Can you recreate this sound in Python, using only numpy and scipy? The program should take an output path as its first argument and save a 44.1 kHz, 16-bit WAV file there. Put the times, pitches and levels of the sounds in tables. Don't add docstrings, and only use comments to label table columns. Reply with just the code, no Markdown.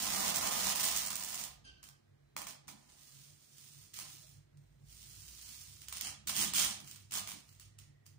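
import sys
import numpy as np
from scipy import signal
from scipy.fft import rfft, irfft, next_fast_len
from scipy.io import wavfile
from scipy.ndimage import uniform_filter1d, minimum_filter1d

SR = 44100
rng = np.random.default_rng(int(sys.argv[2]) if len(sys.argv) > 2 else 0)


def amp(db):
    return 10 ** (np.asarray(db, float) / 20)


def write(x):
    x = np.atleast_2d(x).T
    wavfile.write(sys.argv[1], SR, np.round(np.clip(x, -1, 1) * 32767).astype(np.int16))


N = 361042


def evened(x):
    return x / np.sqrt(np.mean(x ** 2) + 1e-20)


def read(points, hz):
    f, value = np.transpose(points)
    return np.interp(np.log(hz + 1), np.log(f + 1), value)


def shape(x, gain):
    size = next_fast_len(x.shape[-1])
    spectrum = rfft(x, size) * gain(np.fft.rfftfreq(size, 1 / SR))
    return irfft(spectrum, size)[..., :x.shape[-1]]


def colour(x, points):
    level_db = np.maximum(read(points, abs(np.fft.fftfreq(4096, 1 / SR))), -90)
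    log_gain = np.log(amp(level_db))
    taps = np.fft.ifft(np.exp(np.conj(signal.hilbert(log_gain)))).real[None, :2048]
    return signal.oaconvolve(x, taps / np.linalg.norm(taps), axes=1)[:, :N]


def ring(x, modes):
    click, body = signal.unit_impulse(SR // 5), 0
    for k, (hz, width, db) in enumerate(modes):
        b, a = signal.iirpeak(hz, hz / width, SR)
        tone = signal.lfilter(b, a, signal.lfilter(b, a, click))
        body = body + (-1) ** k * amp(db) * evened(tone)
    return signal.oaconvolve(x, body[None] / np.linalg.norm(body), axes=1)[:, :N]


# f/Hz, likeness/0-1
ALIKE = [(100, 1), (300, .95), (480, .82), (750, .62), (1150, .58), (1450, .33), (2500, .22), (5000, .05)]


def pair(x):
    same = lambda hz: np.clip(read(ALIKE, hz), 0, 1)
    own = lambda hz: np.sqrt(1 - same(hz) ** 2)
    return np.array([x[0], shape(x[0], same) + shape(x[1], own)])


def bumps(rows):
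    t = np.arange(0, N + 64, 64) / SR
    gain = sum(amp(db) * np.exp(-((t - s) / length) ** 2) for s, db, length in rows)
    return np.interp(np.arange(N) / SR, t, gain)


def bursts(times, levels_db, rise_ms, fall_ms):
    ms = np.arange(-200, 400) * 1000 / SR
    out = np.zeros((2, N + 600))
    swell = np.where(ms < 0, np.exp(ms / rise_ms), np.exp(-ms / fall_ms))
    for s, db, sign in zip(times, levels_db, rng.choice([-1., 1.], (len(times), 2, 600))):
        start = round(s * SR)
        out[:, start:start + 600] += amp(db) * swell * sign
    return out[:, 200:N + 200]


# delay/s, level/dB
ECHOES = [
    (0.0098, -3.5),
    (0.0233, -16.5),
]


def echoed(rows, extra_db):
    rows = np.array(rows)
    shift = lambda s, db: np.pad([s, db + extra_db], (0, rows.shape[1] - 2))
    return np.concatenate([rows] + [rows + shift(*echo) for echo in ECHOES]).T


def snaps(per_s, spread_db, burst_ms):
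    starts = (rng.random(N) < per_s / SR) * amp(spread_db * np.minimum(rng.exponential(1, N), 3))
    starts /= np.sqrt(np.maximum(per_s, 1))
    u = np.arange(600) / SR / (burst_ms / 1000)
    swell = signal.oaconvolve(starts, u * np.exp(-u))[:N]
    return evened(swell * rng.standard_normal((2, N)))


def friction(gain, box_db, share, grains):
    share = np.clip(share, 0, 1)
    crackle = snaps(per_s=5000, spread_db=1.5, burst_ms=0.076)
    drive = gain * (np.sqrt(1 - share) * crackle + np.sqrt(share) * grains)
    return drive, drive * amp(box_db)


# t/s, film level/dB, box level beside film/dB, share of snaps/0-1
PULL = [
    (0.0, -38.5, -13.5, 0.17),
    (.13, -37.5, -9, 0.13),
    (.3, -37, -8, 0.05),
    (.5, -38, -6, 0.02),
    (0.598, -37.5, -11.5, 0.03),
    (.82, -33, -15, 0),
    (0.981, -37, -16, 0.08),
    (1.086, -45, -12.5, 1),
    (1.444, -45, -13.5, 0.35),
    (1.6, -86, -8, 0),
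]
# t of deepest sag/s, depth/dB, time to sink/s
CATCHES = [
    (.2, 0, 0.052),
    (0.336, 11.5, 0.028),
    (0.406, 10, 0.027),
    (0.504, 16, 0.011),
    (.64, 1.5, 0.037),
    (0.747, 20, 0.022),
    (0.79, 6, 0.025),
    (0.827, 12.5, 0.017),
    (.944, 4.5, 0.12),
]


def pull():
    free_s, box_holds, snaps_per_db = 0.0067, 0.55, -0.7
    t = np.arange(N) / SR
    s, *columns = np.transpose(PULL)
    db, box_db, share = (np.interp(t, s, c) for c in columns)
    sag_db = sum(depth_db * np.interp(t, [at - sink, at, at + free_s], [0, 1, 0])
                 for at, depth_db, sink in CATCHES)
    gain = amp(db - sag_db) * (t < s[-1])
    grains = snaps(per_s=460, spread_db=2.5, burst_ms=0.7)
    return friction(gain, box_db + box_holds * sag_db, share + snaps_per_db * sag_db, grains)


# t/s, level/dB
RUMBLE = [(0.0, -54.5), (.18, -66.5), (.41, -59.5), (1.3, -74.5), (1.52, -66), (2.3, -73.5), (2.63, -71),
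          (3.06, -73.5), (3.19, -63), (3.44, -75), (3.9, -64), (4.13, -62.5), (4.35, -65.5), (5.1, -62.5),
          (5.4, -65.5), (6.14, -62), (7.6, -63.5), (8.14, -60.5)]
# f/Hz, width/Hz, level/dB
ROOM_MODES = [(99.4, 14, 0), (140.6, 15, 0)]
# t/s, lower over upper/dB
MODE_TILT = [(0, 1), (2.6, -3.5), (3.5, -3), (4.15, -1), (4.5, -3), (5.2, 0.5), (5.5, 2), (7.3, 2),
             (8.19, 2.5)]
# f/Hz, width/Hz, level/dB
LOW_MODE = [(60.4, 31, 0)]
WALLS = [(188.6, 63, -11), (308, 168, -15.5)]
# t/s, level/dB, length/s
THUMPS = [
    (1.66, -68, 0.18),
    (2.25, -72, 0.09),
    (2.95, -78.5, 0.13),
    (3.717, -93, 0.18),
    (6.402, -76, 0.061),
    (7.7, -77, 0.22),
]
# t/s, level/dB, length/s
PRESSES = [
    (.25, -60.5, 0.34),
    (1.68, -74.5, 0.1),
    (2.74, -66, 0.052),
    (6.45, -51, 0.066),
    (6.8, -66.5, 0.17),
    (7.36, -62.5, 0.054),
]


def rumble(force):
    t = np.arange(N) / SR
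    boom = amp(-22) * abs(uniform_filter1d(force, round(0.042 * SR))) ** (0.77 / 2)
    tilt = amp(np.interp(t, *np.transpose(MODE_TILT)))
    a, b, c = rng.standard_normal((3, 2, N))
    swells_db = 2.2 * evened(uniform_filter1d(rng.standard_normal(N), size=3500))
    hum = amp(np.interp(t, *np.transpose(RUMBLE)) + swells_db)
    modes = hum * (tilt * ring(a, ROOM_MODES[:1]) + ring(a, ROOM_MODES[1:]) / tilt) / np.sqrt(2)
    deep = (amp(-16.5) * hum + bumps(THUMPS) + amp(-9) * boom) * ring(b, LOW_MODE)
    walls = (amp(-26) * hum + boom + bumps(PRESSES)) * ring(c, WALLS)
    mains = amp(-16.5) * hum * np.sin(2 * np.pi * 100.6 * t)
    return modes + deep + walls + mains


# f/Hz, level/dB
AIR = [(130, -31.5), (220, -3.5), (245, -13), (321, -8), (405, -10.5), (443, -11), (693, -15), (845, -21.5),
       (1070, -22.5), (1450, -21), (1670, -17), (1830, -21.5), (13500, -36), (15000, -34)]


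def air(noise):
    return amp(-80.5 + 5.5) * colour(noise, AIR)


# f/Hz, width/Hz, level/dB
WHINE = [(4008, 12, -98), (1850, 260, -99.5)]
# t/s, level/dB, length/s
WHINE_SWELL = (7.9, -85.5, .27)
# t/s, level/dB, length/s
WHISTLES = [
    (2.08, -93, .08),
    (2.29, -91, .07),
    (4.41, -90, .03),
    (4.66, -89, .05),
    (4.79, -89, .035),
]


def whine(noise):
    high, low = WHINE
    t = np.arange(N) / SR
    blurred = amp(high[2]) * ring(noise, [high])
    blurred = blurred + (amp(low[2]) + bumps([WHINE_SWELL])) * ring(noise, [low])
    return blurred + bumps(WHISTLES) * np.sin(2 * np.pi * high[0] * t)


def house(force):
    noise = rng.standard_normal((2, N))
    low = rumble(force) + amp(-1.5) * engine() + drums()
    sides_db = np.array([[-1.5], [1.5]])
    return pair(amp(-0.5) * low + air(noise) + whine(noise)) * amp(sides_db)


# t/s, level/dB
TEARS = [(.0635, -37), (.1593, -32.5), (.2479, -27), (.2803, -20), (.3594, -17), (.4286, -28), (.4726, -23),
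         (.5261, -54), (.6699, -29), (.7106, -47), (.7561, -26), (.819, -37), (.842, -17), (.8551, -36),
         (.8656, -40), (.9136, -22), (.9275, -56), (.9627, -19.5), (1.0335, -30), (1.0523, -30.5),
         (1.104, -25.5), (1.1557, -20.5), (1.1968, -29), (1.2368, -23.5), (1.2874, -27.5), (1.3206, -32.5),
         (1.3449, -25), (.8312, -22), (.8768, -20), (.974, -22), (1.0623, -23), (1.3987, -31.5),
         (1.4389, -29)]
# f/Hz, level/dB
SLIP = [(300, -53.5), (1500, -5), (4000, -2), (6500, 9), (8800, 9.5), (11000, -2.5), (13400, -1.5),
        (15000, 10), (15600, 13), (16000, 6)]


def tears(crack):
    s, db = echoed(TEARS, -1.0)
    slips = bursts(s, db - 7, rise_ms=1.0, fall_ms=1.2)
    slips += amp(3) * bursts(*echoed(TEARS, 2), rise_ms=.04, fall_ms=.07)
    slips += amp(-6) * bursts(*np.transpose(CRACKS)[:2], rise_ms=.04, fall_ms=.1)
    return colour(slips + amp(-12.5) * crack, SLIP)


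# t/s, level/dB, length/s, f/Hz
DRUMS = [(.2, -57, 0.091, 195), (0.528, -52, 0.066, 207.5), (0.686, -55, 0.042, 197),
         (2.372, -63, 0.014, 314), (2.705, -67, 0.017, 198), (7.17, -60, 0.028, 187),
         (7.22, -57, 0.027, 202), (2.425, -66, 0.038, 299), (2.53, -70, 0.039, 248),
         (2.75, -66.5, 0.048, 211), (3.305, -76.5, .04, 595), (4.248, -69, 0.021, 623),
         (6.061, -68, 0.031, 195), (6.127, -67.5, .03, 287.6), (6.2, -64, 0.037, 204),
         (6.299, -62, 0.031, 206), (6.396, -59, 0.025, 330), (6.47, -45, 0.02, 206),
         (6.578, -52, 0.058, 274.4), (6.715, -50, 0.012, 210)]


def drums():
    out = np.zeros(N + SR)
    for s, db, length, hz in DRUMS:
        t = np.arange(max(-s, -3 * length), 3 * length, 1 / SR)
        at = round((s + t[0]) * SR)
        out[at:at + len(t)] += amp(db) * np.exp(-(t / length) ** 2) * np.sin(2 * np.pi * hz * t)
    return out[:N]


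# f/Hz, level/dB
FILM = [(760, -20.5), (1300, -3.5), (1620, -4.5), (2130, -1.5), (2600, 2), (3170, 2.5), (3920, 1.5),
        (6480, 4.5), (8000, 2), (8700, 4.5), (10800, -2.5), (13400, -6.5), (15000, 6.5), (15500, 5.5),
        (16000, -31)]


def film_body(drive):
    return amp(-1.5) * colour(drive, FILM)


# f/Hz, level/dB
BOX = [(100, -69), (250, -47.5), (450, 1.5), (560, -2), (630, 6.5), (720, 3), (1000, 0), (1220, -0.5),
       (1500, -5), (2100, -3), (3000, -13)]
# f/Hz, width/Hz, level/dB
PANELS = [(613.5, 38, 4), (689.6, 17, -3.5), (840, 17, -4.5), (967, 29, -1), (1053, 47, -6), (1213, 18, 2),
          (1792, 71, -3.5), (2170, 24, -5.5)]


def box_body(drive):
    return amp(1.0) * (colour(drive, BOX) + amp(-9) * ring(drive, PANELS))


# t/s, f/Hz, level/dB
SQUEAK = [
    (1.64, 1585, -80),
    (1.652, 1575, -67),
    (1.69, 1560, -66),
    (1.72, 1550, -72),
    (1.79, 1546, -75),
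    (1.82, 1545, -81),
    (1.9, 1550, -83),
    (1.97, 1545, -90),
]
# multiple of the pitch, level/dB
OVERTONES = [(1, 1), (2, 1), (3, -1), (4, -5), (5, -14), (6, -13)]


def squeak():
    s, hz, db = np.transpose(SQUEAK)
    t = np.arange(2 * SR) / SR
    waver, flutter_db = (evened(uniform_filter1d(v, 300)) for v in rng.standard_normal((2, len(t))))
    turn = 2 * np.pi * np.cumsum(np.interp(t, s, hz) * (1 + .008 * waver)) / SR
    flutter = amp(2.6 * flutter_db)
    dull_db = 34 * np.clip(t - s[2], -.02, .15)
    tone = 0
    for k, level_db in OVERTONES:
        strength = amp(level_db - (k - 1.5) * dull_db) * np.roll(flutter, 900 * k)
        tone = tone + strength * np.sin(k * turn)
    tone = flutter * tone
    scrape_modes = [(2880, 750, 5.0), (4770, 1900, 3.0), (370, 430, -0.5)]  # f/Hz, width/Hz, level/dB
    scrape = ring(rng.standard_normal((2, len(t))), scrape_modes)[:, :len(t)]
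    contact = uniform_filter1d(1. * ((t > s[0]) & (t < s[-1])), 300)
    sound = amp(np.interp(t, s, db)) * contact * (tone + amp(2.0 - dull_db) * scrape)
    return np.pad(sound, ((0, 0), (0, N - len(t))))


def movement(start, end, start_db, end_db, rise, fall, box_db, share, sizzle_db, lean_db):
    span_db, rounding, slack = 43, 1.536, 0.29
    t = np.arange(0, N + 64, 64) / SR
    rise_db = span_db * (np.maximum(start - t, 0) / rise) ** rounding
    fall_db = span_db * (np.maximum(t - end, 0) / fall) ** rounding
    db = np.interp(t, [start, end + 1e-6], [start_db, end_db]) - rise_db
    power = amp(np.maximum(db - fall_db, -200)) ** 2
    parts = [1, amp(box_db) ** 2, share, amp(sizzle_db - slack * fall_db) ** 2, amp(lean_db) ** 2]
    return np.array([power * part for part in parts])


# t of peak/s, film level/dB, rise/s, fall/s, box beside film/dB
CRINKLES = [(1.83, -58, 0.0092, 0.16, -16), (2.372, -47.5, 0.011, 0.22, -8),
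            (2.48, -48.5, 0.024, 0.13, -13.5), (2.684, -52, 0.01, 0.11, -10),
            (3.939, -49, 0.013, 0.31, -41), (3.987, -50, 0.013, 0.23, -14.5),
            (4.578, -81, 0.024, 0.89, -34), (6.272, -36.5, 0.0015, 0.16, -29),
            (6.294, -37, 0.03, 0.045, -12.5), (6.37, -37, 0.074, 0.099, -26),
            (6.42, -30.5, 0.15, 0.14, -21), (6.538, -37.5, 0.002, 0.26, -33.5),
            (6.552, -30.5, .03, 0.27, -29), (6.591, -29, 0.081, 0.24, -19.5), (6.9, -56, 0.14, 0.3, -44),
            (7.111, -52, 0.0064, .1, -31), (7.123, -43.5, 0.0045, 0.094, -36),
            (7.166, -36.5, 0.075, 0.11, -16.5), (7.278, -47.5, 0.041, 0.23, -21),
            (7.52, -67, 0.28, 0.23, -31), (8.061, -64.5, 0.017, 0.16, -25)]
SCUFFS = [
    (2.76, -70, 0.045, 1, -7),
    (2.894, -64, 0.036, 0.23, -27),
    (5.816, -58, 0.019, 0.21, -26),
    (5.96, -47.5, 0.16, 0.091, -26),
    (6.06, -38.5, 0.13, .13, -20),
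    (7.598, -59, .003, 0.21, -29),
    (7.785, -60.5, 0.0055, 0.18, -29),
]
# start t/s, end t/s, film level at start/dB, at end/dB
STROKES = [
    (3.02, 3.246, -60, -59.5),
    (3.352, 3.525, -69, -64),
    (3.602, 3.827, -59, -59.5),
    (4.128, 4.285, -54, -61.5),
    (4.94, 5.518, -59, -52),
    (5.601, 5.806, -54, -61),
]


def movements():
    power = 0
    for rows, sizzle_db in [(CRINKLES, -6), (SCUFFS, -11)]:
        for s, db, rise, fall, box_db in rows:
            power = power + movement(s, s, db, db, rise, fall, box_db, share=0.34, sizzle_db=sizzle_db, lean_db=0)
    for row in STROKES:
        power = power + movement(*row, rise=0.19, fall=0.24, box_db=-30.5, share=0.056,
                                 sizzle_db=-7.5, lean_db=-3.5)
    film, box, snap, top, low = (np.interp(np.arange(N), np.arange(len(p)) * 64, p) + 1e-30 for p in power)
    return np.sqrt(film), 10 * np.log10(box / film), snap / film, np.sqrt(top / film), np.sqrt(low / film)


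# f/Hz, width/Hz, level/dB
TAUT = [(3225, 700, -1), (6600, 350, 3), (8720, 700, -3)]


def hand():
    gain, box_db, share, sizzle, lean = movements()
    gain *= amp(0.75 * evened(uniform_filter1d(rng.standard_normal(N), 1200)))
    film, box = friction(gain, box_db, share, snaps(per_s=390, spread_db=2, burst_ms=0.2))
    top = shape(film, lambda hz: np.clip((hz - 10000) / 1500, 0, 1))
    low = shape(film, lambda hz: np.clip((3360 - hz) / 1200 + .5, 0, 1))
    taut = np.clip((20 * np.log10(gain) + 50) / 12, 0, 1)
    film = film * amp(-2.5 * taut) + amp(-15) * ring(film * taut, TAUT)
    return film + (amp(6.0) * sizzle - 1) * top + (lean - 1) * low, box


# t/s, film level/dB, knock beside film/dB
CRACKS = [(1.8293, -38.5, -14.5), (1.838, -43, -22), (1.8876, -37, -16.5), (2.365, -24.5, -4.5),
          (2.417, -29.5, -9), (2.4687, -28.5, -7.5), (2.673, -49, -30), (2.6801, -35.5, -12.5),
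          (2.687, -38, -3), (3.5818, -41, -44), (3.9404, -38, -32), (3.9882, -26.5, -13.5),
          (4.572, -53.5, -44), (5.8175, -35.5, -26), (5.8837, -26.5, -24), (5.9253, -24, -15.5),
          (5.9621, -41, -33), (5.9695, -26, -20), (5.982, -31, -32), (6.01, -19, -37), (6.2712, -24.5, -45),
          (6.2765, -32, -32), (6.289, -33, -25), (6.2955, -22, -10.5), (6.3594, -26, -35),
          (6.3715, -36.5, -16), (6.381, -21, -31), (6.411, -26, -25), (6.413, -20, -35), (6.4235, -18, -36),
          (6.427, -29, -23.5), (6.5359, -17.5, -19.5), (6.543, -39.5, -29.5), (6.564, -19.5, -26),
          (6.598, -17.5, -23), (6.8025, -35, -20), (6.844, -39, -27), (6.861, -44, -52.5),
          (6.875, -35.5, -37), (6.8812, -38, -37.5), (6.912, -33.5, -39), (6.93, -43, -39),
          (6.959, -36.5, -42), (7.109, -36, -29), (7.12, -25.5, -18), (7.1382, -20.5, -22),
          (7.153, -21, -30), (7.172, -27, -19), (7.184, -25.5, -24), (7.2735, -28.5, -17),
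          (7.288, -35.5, -5), (7.3174, -28, -13), (7.4904, -43, -32), (7.5974, -38.5, -46),
          (7.612, -45, -25), (7.7872, -38.5, -35), (8.0642, -40.5, -21)]
# f/Hz, width/Hz, level/dB
KNOCK = [(576, 160, -11), (1153, 980, -2.5), (2420, 410, -5.5)]


def cracks():
    s, db, knock_db = echoed(CRACKS, -5.5)
    blows = np.zeros((2, N))
    blows[:, (s * SR).astype(int)] = amp(db + knock_db + 12.0)
    return bursts(s, db - 9.0, rise_ms=0.07, fall_ms=1.98), ring(blows, KNOCK)


# t/s, firing f/Hz, level/dB
ENGINE = [
    (4.3, 52.5, -73),
    (4.44, 52.7, -76.5),
    (4.81, 54.3, -66.5),
    (6.07, 70, -64),
    (6.4, 64.8, -65),
    (6.54, 61.5, -73),
    (6.9, 57, -84),
]


def engine():
    t = np.arange(N) / SR
    s, hz, db = np.transpose(ENGINE)
    waver, throb_db = (evened(uniform_filter1d(v, 4000)) for v in rng.standard_normal((2, N)))
    turn = 2 * np.pi * np.cumsum(np.interp(t, s, hz) * (1 + 0.035 * waver)) / SR
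    on = uniform_filter1d(1. * ((t > s[0]) & (t < s[-1])), size=8000)
    return np.sqrt(2) * on * amp(np.interp(t, s, db) + 3 * throb_db) * np.sin(turn)


# f/Hz, time to fall 60 dB/s
ROOM = [(200, 0.83), (1000, 0.46), (4000, 0.39), (9000, 0.27), (15000, 0.2)]


def room(x, wet_db):
    out = x.copy()
    turn = np.pi * np.arange(N) / SR / .21
    for k in range(3):
        taps = np.zeros((2, SR // 2))
        at = np.arange(100, SR // 2 - 20, 20) + rng.integers(0, 20, (2, (SR // 2 - 101) // 20))
        np.put_along_axis(taps, at, rng.choice([-1., 1.], at.shape), 1)
        hz, t, z = signal.stft(taps, SR, nperseg=256)
        fading = z * amp(-60 * t / read(ROOM, hz)[:, None])
        tail = pair(signal.istft(fading, SR, nperseg=256)[1])
        fed = x[0] * np.sqrt(2 / 3) * np.cos(turn + k * np.pi / 3)
        out += amp(wet_db) * signal.oaconvolve(fed[None], tail / np.linalg.norm(tail[0]), axes=1)[:, :N]
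    return out / np.sqrt(1 + amp(wet_db) ** 2)


# f/Hz, left minus right level/dB
SIDES = [(200, -1), (1000, -3.5), (2600, -2.5), (4000, -2), (5500, -3), (7200, -7.5), (9000, -6.5),
         (10500, -2), (12000, -35), (13500, -33), (14800, -54)]


def sides(x):
    left = lambda hz: amp(read(SIDES, hz)) ** 2
    return shape(x, lambda hz: 2 * np.sqrt(np.array([left(hz), 1 + 0 * hz]) / (1 + left(hz))))


def scene():
    film, box = np.add(pull(), hand())
    crack, knock = cracks()
    sharp = pair(tears(crack)) + knock
    near = pair(film_body(film + crack) + box_body(box) + squeak())
    heard = room(near + amp(-4.5) * sharp, wet_db=-4.0) + amp(-13.0) * sharp
    force = abs(film * box).mean(0)
    return sides(heard) + house(force)


def ducked(x):
    ahead_s, jump_db, duck, loud_db = .012, 11, 1.4, -52
    db = 10 * np.log10(abs(uniform_filter1d((np.diff(x, prepend=0) ** 2).mean(0), size=130)) + 1e-14)
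    size = round(ahead_s * SR)
    ahead_db = -minimum_filter1d(-db, size, origin=-(size // 2))
    top = shape(x, lambda hz: np.clip((hz - 8500) / 2000, 0, 1))
    loud = np.clip((ahead_db - loud_db) / 10, 0, 1)
    cut_db = duck * loud * np.maximum(ahead_db - db - jump_db, 0)
    return x - top + top / amp(uniform_filter1d(cut_db, size=40))


def starved(x, edge_hz, top_hz, quiet_db, under_db, luck_db, rare):
    hz, t, z = signal.stft(x, SR, nperseg=1024)
    hz = hz[:512, None]
    power = uniform_filter1d(abs(z[:, :512]) ** 2, size=3, axis=2) + 1e-20
    middle = power[:, 70:210].mean(axis=(0, 1)) + amp(quiet_db) ** 2
    bands = power.reshape(2, 128, 4, -1).mean(2)
    luck = evened(uniform_filter1d(rng.standard_normal(bands.shape[1:]), size=6, axis=1))
    faint = (bands < middle * amp(under_db + luck_db * luck) ** 2) & (luck > .35)
    weak = faint.repeat(4, 1) & (hz > edge_hz) & (hz < 14300)
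    miss = evened(uniform_filter1d(rng.standard_normal((128, len(t))), size=6, axis=1))
    miss = miss.repeat(6, 0)[:512]
    weak |= (miss > rare + 2.4 * abs(np.log2((hz + 1) / 3400)))
    z[:, :512] *= np.where(weak, 0, np.where(hz > top_hz, amp(-31), 1))
    return signal.istft(z, SR, nperseg=1024)[1][:, :N]


def top_cut(x):
    return signal.sosfilt(signal.butter(12, 16520, fs=SR, output="sos"), x)


def record(dry):
    late = np.array([dry[0], np.roll(dry[1], 41)])
    thinned = starved(ducked(late), edge_hz=9300, top_hz=15600, quiet_db=-86, under_db=-16, luck_db=3, rare=.9)
    return top_cut(thinned)


dry = scene()
out = record(dry)
write(out)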